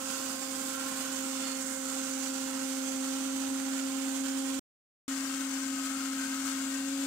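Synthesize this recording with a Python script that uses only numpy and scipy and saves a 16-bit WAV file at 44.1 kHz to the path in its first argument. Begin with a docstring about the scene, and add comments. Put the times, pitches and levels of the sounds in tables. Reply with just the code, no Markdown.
"""Barley pelts the steel casing of an electric grain crusher in uneven surges, over the hum of its rotor.
The microphone starts close over the hopper in a farm yard and draws back past its ringing rim; after
half a second of silence it stands beside the machine. The beaters hum at the rate they pass, lower
under load, while kernels crack and their pieces rattle round the milling chamber. Air rumbles in the
chamber and the motor adds a faint mains buzz."""
import sys
import numpy as np
from scipy import signal
from scipy.fft import rfft, irfft
from scipy.io import wavfile
from scipy.ndimage import uniform_filter1d

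SR = 44100
rng = np.random.default_rng(int(sys.argv[2]) if len(sys.argv) > 2 else 0)


def pcm_store(signal):
    """Save signal as 16-bit PCM."""
    levels = np.round(np.clip(np.atleast_2d(signal), -1, 1) * 32767)
    wavfile.write(sys.argv[1], SR, levels.astype(np.int16).T)


N = 311346
TIME = np.arange(N) / SR
BINS = np.fft.rfftfreq(N, 1 / SR)
ABOVE_END_S, BESIDE_START_S = 4.594, 5.080  # silence between the two microphone positions
BESIDE = TIME > BESIDE_START_S
SPLIT = np.array([[.5], [-.5]])  # shares a difference between left and right
USUAL_HZ = 268  # beater rate under a usual load; more grain makes it sag below this
SCREENED = (1.723, 0.12, -3.5)  # the hopper wall hides the chamber: centre_s, half_width_s, gain_db

# how close the microphone leans over the grain: time_s, closeness (0-1)
CLOSENESS = [(0, 0.62), (1.0, 0.8), (1.35, 0.14)]


def undb(db):
    """Decibels to gain."""
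    return 10 ** (np.asarray(db) / 20)


def unit(x):
    """Scale to rms 1."""
    return x / np.sqrt(np.mean(x ** 2))


def over_time(points):
    """(time_s, value) points joined by straight lines."""
    return np.interp(TIME, *np.transpose(points))


def over_bins(points):
    """(frequency_hz, value) points joined on a log-frequency axis."""
    hz, value = np.transpose(points)
    return np.interp(np.log(BINS + 1), np.log(hz), value)


def band_rms(spectrum, band_hz):
    """Rms of the two channels' mean inside a band."""
    inside = (BINS > band_hz[0]) & (BINS < band_hz[1])
    return np.sqrt(2 * np.sum(abs(spectrum.mean(0)[inside]) ** 2)) / N


def wander(rate_hz):
    """A smooth random drift up to about rate_hz, rms 1."""
    return unit(irfft(rfft(rng.standard_normal(N)) / np.sqrt(1 + (BINS / rate_hz) ** 4), N))


def swell_db(centre_s, half_width_s, gain_db):
    """A bell-shaped swell or dip in level."""
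    return gain_db * np.exp(-((TIME - centre_s) / half_width_s) ** 2)


def level_db(sag_hz, close_db, above_db, beside_db, db_per_hz=0):
    """A source's base level follows the microphone's position and the load on the rotor."""
    closeness = over_time(CLOSENESS)
    overhead_db = closeness * close_db + (1 - closeness) * above_db
    return np.where(BESIDE, beside_db, overhead_db) + db_per_hz * sag_hz


def kernel_bursts(per_second=70, size=.2, decay_s=.005, ceiling=.35):
    """A whole kernel bursts on a beater: the blows jump in strength and fall back within milliseconds."""
    bursts = (rng.random(N) < per_second / SR) * np.minimum(rng.exponential(size=N), 2)
    tails = signal.lfilter([1], [1, -np.exp(-1 / (decay_s * SR))], bursts)
    return 1 + np.minimum(size * tails, ceiling)


def feed(angle, surge_db=.6, clump_db=0.55, beat_depth=0.04):
    """Grain drops in by spells, surges and small clumps, and is struck as each beater passes."""
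    # the feed running thin or thick: centre_s, half_width_s, gain_db
    spells = [(0, 0.086, -3), (.1, 0.043, 2), (.21, 0.044, 0.5), (.374, 0.033, -3), (.49, 0.056, -1.7),
              (.66, .06, 0.8), (.785, 0.025, -1.5), (.966, 0.03, 0.3), (1.285, 0.02, -0.3),
              (1.414, 0.064, 0.7), (1.535, 0.033, -1.3), (1.799, 0.025, -2), (2.251, 0.017, 1.8),
              (2.324, 0.019, -1.5), (2.365, .03, 1.6), (2.54, 0.021, -1.5), (2.709, 0.047, 1.1),
              (2.814, .03, -0.8), (2.985, .03, -2), (3.094, 0.031, 0.4), (3.517, 0.027, -1.5),
              (3.781, 0.026, 0.5), (3.874, .05, -0.5), (4.176, 0.039, 2.5), (4.228, 0.022, -3),
              (4.274, 0.031, 1), (5.166, 0.015, 1), (5.701, 0.036, -1.6), (5.86, 0.018, 1.5),
              (6.121, 0.037, -0.7), (6.324, 0.054, 1), (6.425, 0.034, -0.7), (6.497, 0.022, 2),
              (6.853, 0.04, -1.5), (7.01, 0.034, 1.2)]
    flow_db = sum(swell_db(*spell) for spell in spells) + surge_db * wander(26) + clump_db * wander(300)
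    return undb(flow_db) * kernel_bursts() * (1 + beat_depth * np.cos(angle))


def impacts(surge, per_second=20000):
    """A hail of tiny blows of uneven size, harder in each surge."""
    hit = rng.random(N) < per_second / SR
    return hit * rng.uniform(-1.02, 1, N) * surge


def yard_echoes(hits, wall_db=-7, decay_s=0.01, dull_hz=6500, count=40):
    """Nearby walls and barrels add a short, duller spray of echoes that changes as the microphone sways."""
    size = SR // 20
    sprays = rng.standard_normal((count, size)) * np.exp(-TIME[:size] / decay_s)
    sprays /= np.sqrt(np.sum(sprays ** 2, axis=1, keepdims=True))
    sprays = signal.lfilter(*signal.butter(1, dull_hz, fs=SR), sprays)
    echoes = np.zeros(N + size)
    for part, spray in zip(np.array_split(np.arange(N), count), sprays):
        echoes[part[0]:part[-1] + size] += signal.fftconvolve(hits[part], spray)
    return hits + undb(wall_db) * echoes[:N]


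def pelting(surge, gains, band_hz, lag_s=.0001):
    """Blows on a body, coloured by one gain curve from above and one from beside; rms 1 in band_hz."""
    # the recorder's stereo widening, above the hopper: frequency_hz, channel_gap_db
    widening_above = [(300, -1.5), (550, 0.5), (1000, 5), (1500, -0.5), (2500, 5.5), (4000, 3), (5500, 15),
                      (7300, 20.5), (10000, 13.5), (15500, 7)]
    # the same beside the machine: frequency_hz, channel_gap_db
    widening_beside = [(300, 0.93), (550, 0.79), (1500, 1.3), (2800, 0.85), (4000, 6.3), (5500, 15),
                       (7500, 19), (11000, 14), (15500, 5)]
    # sound that reaches both channels alike: frequency_hz, share (0-1)
    likeness = [(300, 0.5), (450, 0), (800, 0.4), (1400, 0.86), (2200, 0.1), (7000, 0.1), (11000, 0)]
    strong, unrelated = (rfft(yard_echoes(impacts(surge))) for _ in range(2))
    alike = over_bins(likeness)
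    weak = alike * strong * np.exp(-2j * np.pi * BINS * lag_s) + np.sqrt(1 - alike ** 2) * unrelated
    heard = []
    # the recorder's stereo widening pushes the hiss to one side, most near 7 kHz
    for widening, gain in zip((widening_above, widening_beside), gains):
        weak_gain = undb(-over_bins(widening))
        pair = np.array([strong, weak * weak_gain]) * gain / np.sqrt(1 + weak_gain ** 2)
        heard.append(irfft(pair / band_rms(pair, band_hz), N))
    above, beside = heard
    return np.where(BESIDE, beside, above[::-1])  # strong side: right from above, left from beside


def shatter(surge, sag_hz):
    """Cracking kernels make a bright hiss that swells as the microphone clears the hopper."""
    # spectrum of the cracks: frequency_hz, gain_db
    crack_spectrum = [(3000, -32), (4300, -13), (5300, -8), (6400, -0.5), (7900, 0.5), (9200, -6),
                      (10600, -13), (13000, -15), (15500, -15)]
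    db = level_db(sag_hz, close_db=-42.5, above_db=-43.5, beside_db=-43, db_per_hz=0.32)
    db += swell_db(centre_s=1.83, half_width_s=0.5, gain_db=1.3)
    colour = undb(over_bins(crack_spectrum))
    return undb(db) * pelting(surge, [colour, colour], band_hz=(5500, 12000), lag_s=.00055)


def rattle(surge, sag_hz):
    """Broken pieces rattle round the chamber, briefly screened by the hopper wall."""
    # spectrum of the flying pieces: frequency_hz, gain_db
    rattle_spectrum = [(100, -46.5), (250, -26.5), (390, -18.5), (460, -5), (650, -2.5), (1200, -1.5),
                       (1950, -2), (2400, 0.5), (3100, 2), (3900, -0.5), (5300, -2.5), (8000, -28.5)]
    db = level_db(sag_hz, close_db=-49.5, above_db=-51, beside_db=-50.5) + swell_db(*SCREENED)
    colour = undb(over_bins(rattle_spectrum))
    return undb(db) * pelting(surge, [colour, colour], band_hz=(2300, 4200))


def casing(surge, sag_hz, spurt_db=0.55):
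    """The pelted steel casing rings in spurts, louder under load."""
    # modes of the casing: pitch_hz, width_hz, above_db, beside_db
    casing_modes = [(460, 37, -9.5, -36), (592, 28, -12, -16), (798, 35, -4.5, -11.5), (1053, 69, -4, -11),
                    (1276, 24, -4.5, 3.5), (1361, 54, 0.5, -1.5), (1470, 110, -5, -5), (1558, 60, -5, 2),
                    (1880, 20, -7.5, -1)]
    pitch_hz, width_hz, *positions_db = np.transpose(casing_modes)[:, :, None]
    power = 1 / (1 + ((BINS ** 2 - pitch_hz ** 2) / (width_hz * BINS + 1)) ** 2)
    colours = [np.sqrt(np.sum(power * undb(mode_db) ** 2, axis=0)) for mode_db in positions_db]
    db = level_db(sag_hz, close_db=-49.5, above_db=-52, beside_db=-47, db_per_hz=0.63)
    return undb(db + spurt_db * wander(5.4)) * pelting(surge, colours, band_hz=(1150, 1700))


def brighten(grain, closeness, gain=0.59, corner_hz=9500):
    """Close over the grain the highest hiss reaches the microphone more directly."""
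    highpass = 1 - 1 / (1 + (BINS / corner_hz) ** 10)
    return grain + gain * closeness * irfft(rfft(grain) * highpass, N)


def hopper(surge, spurt_db=1.4, near_side_db=6):
    """Kernels ring the hopper's steel sheets in spurts; each mode swells as the microphone passes it."""
    # sheet modes: pitch_hz, width_hz, above_db, beside_db, passed_at_s, half_width_s, swell_db
    hopper_modes = [ (1900, 400, -73, -70, 1.68, .3, 22), (2740, 70, -65, -59.5, 1.4, .3, 3),
                    (2982, 20, -69, -70, 1.25, .65, 10), (3510, 24, -65, -66, 1.4, .12, 9),
                    (4325, 45, -72, -59.5, 1.48, .1, 8), (4398, 36, -60.5, -73, 1.5, .09, 11),
                    (4700, 25, -74, -73, .35, .62, 15), (4910, 38, -61, -57, .35, .62, 9),
                    (5440, 20, -74, -77, .95, .85, 13), ]
    blows = np.array([impacts(surge), impacts(surge)])
    sheets = 0
    for pitch_hz, width_hz, above_db, beside_db, *spot in hopper_modes:
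        ring = unit(signal.lfilter(*signal.iirpeak(pitch_hz, pitch_hz / width_hz, fs=SR), blows))
        sheets += ring * undb(np.where(BESIDE, beside_db, above_db) + swell_db(*spot))
    pan_db = near_side_db * np.where(BESIDE, 1, -1) * SPLIT
    rim_db = swell_db(centre_s=1.45, half_width_s=.15, gain_db=3.5)
    return sheets * undb(pan_db + rim_db + swell_db(*SCREENED) + spurt_db * wander(4))


def rotor_hum(angle, sag_hz, waver_db=0.7, rough_db=1.0, light_run_hz=268.1, drawn_back_s=3.1):
    """Each passing beater leaves a dip of pressure; kernels in its path roughen the upper partials most."""
    # partials of the hum: harmonic, close_db, above_db, beside_db, sag_db_per_hz
    partials = [(1, -34.5, -34.5, -36.5, -0.5), (2, -51, -50.5, -59.5, 1), (3, -66, -66.5, -67.5, -0.5),
                (4, -52.5, -70, -54, 2.5), (8, -81.5, -68, -64.5, 2.5)]
    # left against right: harmonic, above_pan_db, above_lead_rad, beside_pan_db, beside_lead_rad
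    stereo_image = [(1, -.7, 0.5, 1.1, 0.18), (2, -8, -1.28, 6, 1), (3, -23.5, 2, 5, -0.93),
                    (4, -0.5, 1.1, 0, -1.9), (8, -5.5, 0.5, 28, 1)]
    over_hopper_db = -8 * np.maximum(1 - TIME / drawn_back_s, 0)
    overspeed_hz = np.maximum(USUAL_HZ - sag_hz - light_run_hz, 0)
    # harmonics 1 and 8 swell at the hopper's rim; the octave grows when the rotor runs light
    change_db = {1: over_hopper_db + 0.59 * swell_db(*SCREENED) + swell_db(1.33, .17, 2.2),
                 2: 2.5 * overspeed_hz,
                 8: swell_db(1.55, .38, 6.5)}
    hum = 0
    for (harmonic, *levels), (_, *image) in zip(partials, stereo_image):
        above_pan_db, above_lead, beside_pan_db, beside_lead = image
        pan_db = SPLIT * np.where(BESIDE, beside_pan_db, above_pan_db)
        lead = SPLIT * np.where(BESIDE, beside_lead, above_lead)
        db = level_db(sag_hz, *levels) + change_db.get(harmonic, 0)
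        flutter_db = min(waver_db * harmonic ** 2, rough_db) * wander(25)
        hum -= np.sqrt(2) * undb(db + flutter_db + pan_db) * np.cos(harmonic * angle + lead)
    return hum


def chamber_air(closeness, base_db=-54.0, close_db=4, beside_db=-0.5, gust_db=2, side_db=-17):
    """Turbulence rumbles in the chamber, nearly alike in both channels and loudest close over the grain."""
    # spectrum of the turbulence: frequency_hz, gain_db
    air_spectrum = [(20, -31.5), (45, -30), (66, -17.5), (85, -18), (145, -17), (185, -9), (212, -4),
                    (232, 3), (252, -1.5), (285, 2.5), (325, -7), (390, -14.5), (600, -31.5)]
    colour = undb(over_bins(air_spectrum))
    mid, side = (unit(irfft(rfft(rng.standard_normal(N)) * colour, N)) for _ in range(2))
    side *= undb(side_db)
    db = base_db + close_db * closeness + beside_db * BESIDE + gust_db * wander(14)
    return undb(db) * np.array([mid + side, mid - side])


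def motor_buzz(buzz_db=-76, mains_hz=50):
    """The motor's iron buzzes at twice the mains frequency."""
    return np.sqrt(2) * undb(buzz_db) * np.sin(2 * np.pi * 2 * mains_hz * TIME)


def scene():
    """The running crusher from above, then from beside, with silence between."""
    # the rotor's speed, one list for each microphone position: time_s, beater_rate_hz
    rotor_speed = [
        [(0.05, 266.0), (3.02, 265.7), (3.3, 267.7), (4.55, 268.8)],
        [(5.12, 268.9), (6.652, 268.6), (6.95, 272.8), (7.03, 272.7)],
    ]
    rate_hz = over_time(np.vstack(rotor_speed))
    sag_hz = USUAL_HZ - rate_hz
    angle = 2 * np.pi * np.cumsum(rate_hz * (1 + 0.0011 * wander(10.3))) / SR
    closeness = over_time(CLOSENESS)
    surge = feed(angle)
    grinding = shatter(surge, sag_hz) + rattle(surge, sag_hz) + casing(surge, sag_hz)
    grain = brighten(grinding, closeness) + hopper(surge)
    machine = grain + rotor_hum(angle, sag_hz) + chamber_air(closeness) + motor_buzz()
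    audible = (TIME < ABOVE_END_S) | BESIDE
    return machine * uniform_filter1d(audible.astype(float), size=64)


def record(dry):
    """The recorder cuts the treble steeply above 15.55 kHz."""
    return signal.sosfilt(signal.ellip(10, .1, 80, 15550, fs=SR, output="sos"), dry)


dry = scene()
out = record(dry)
pcm_store(out)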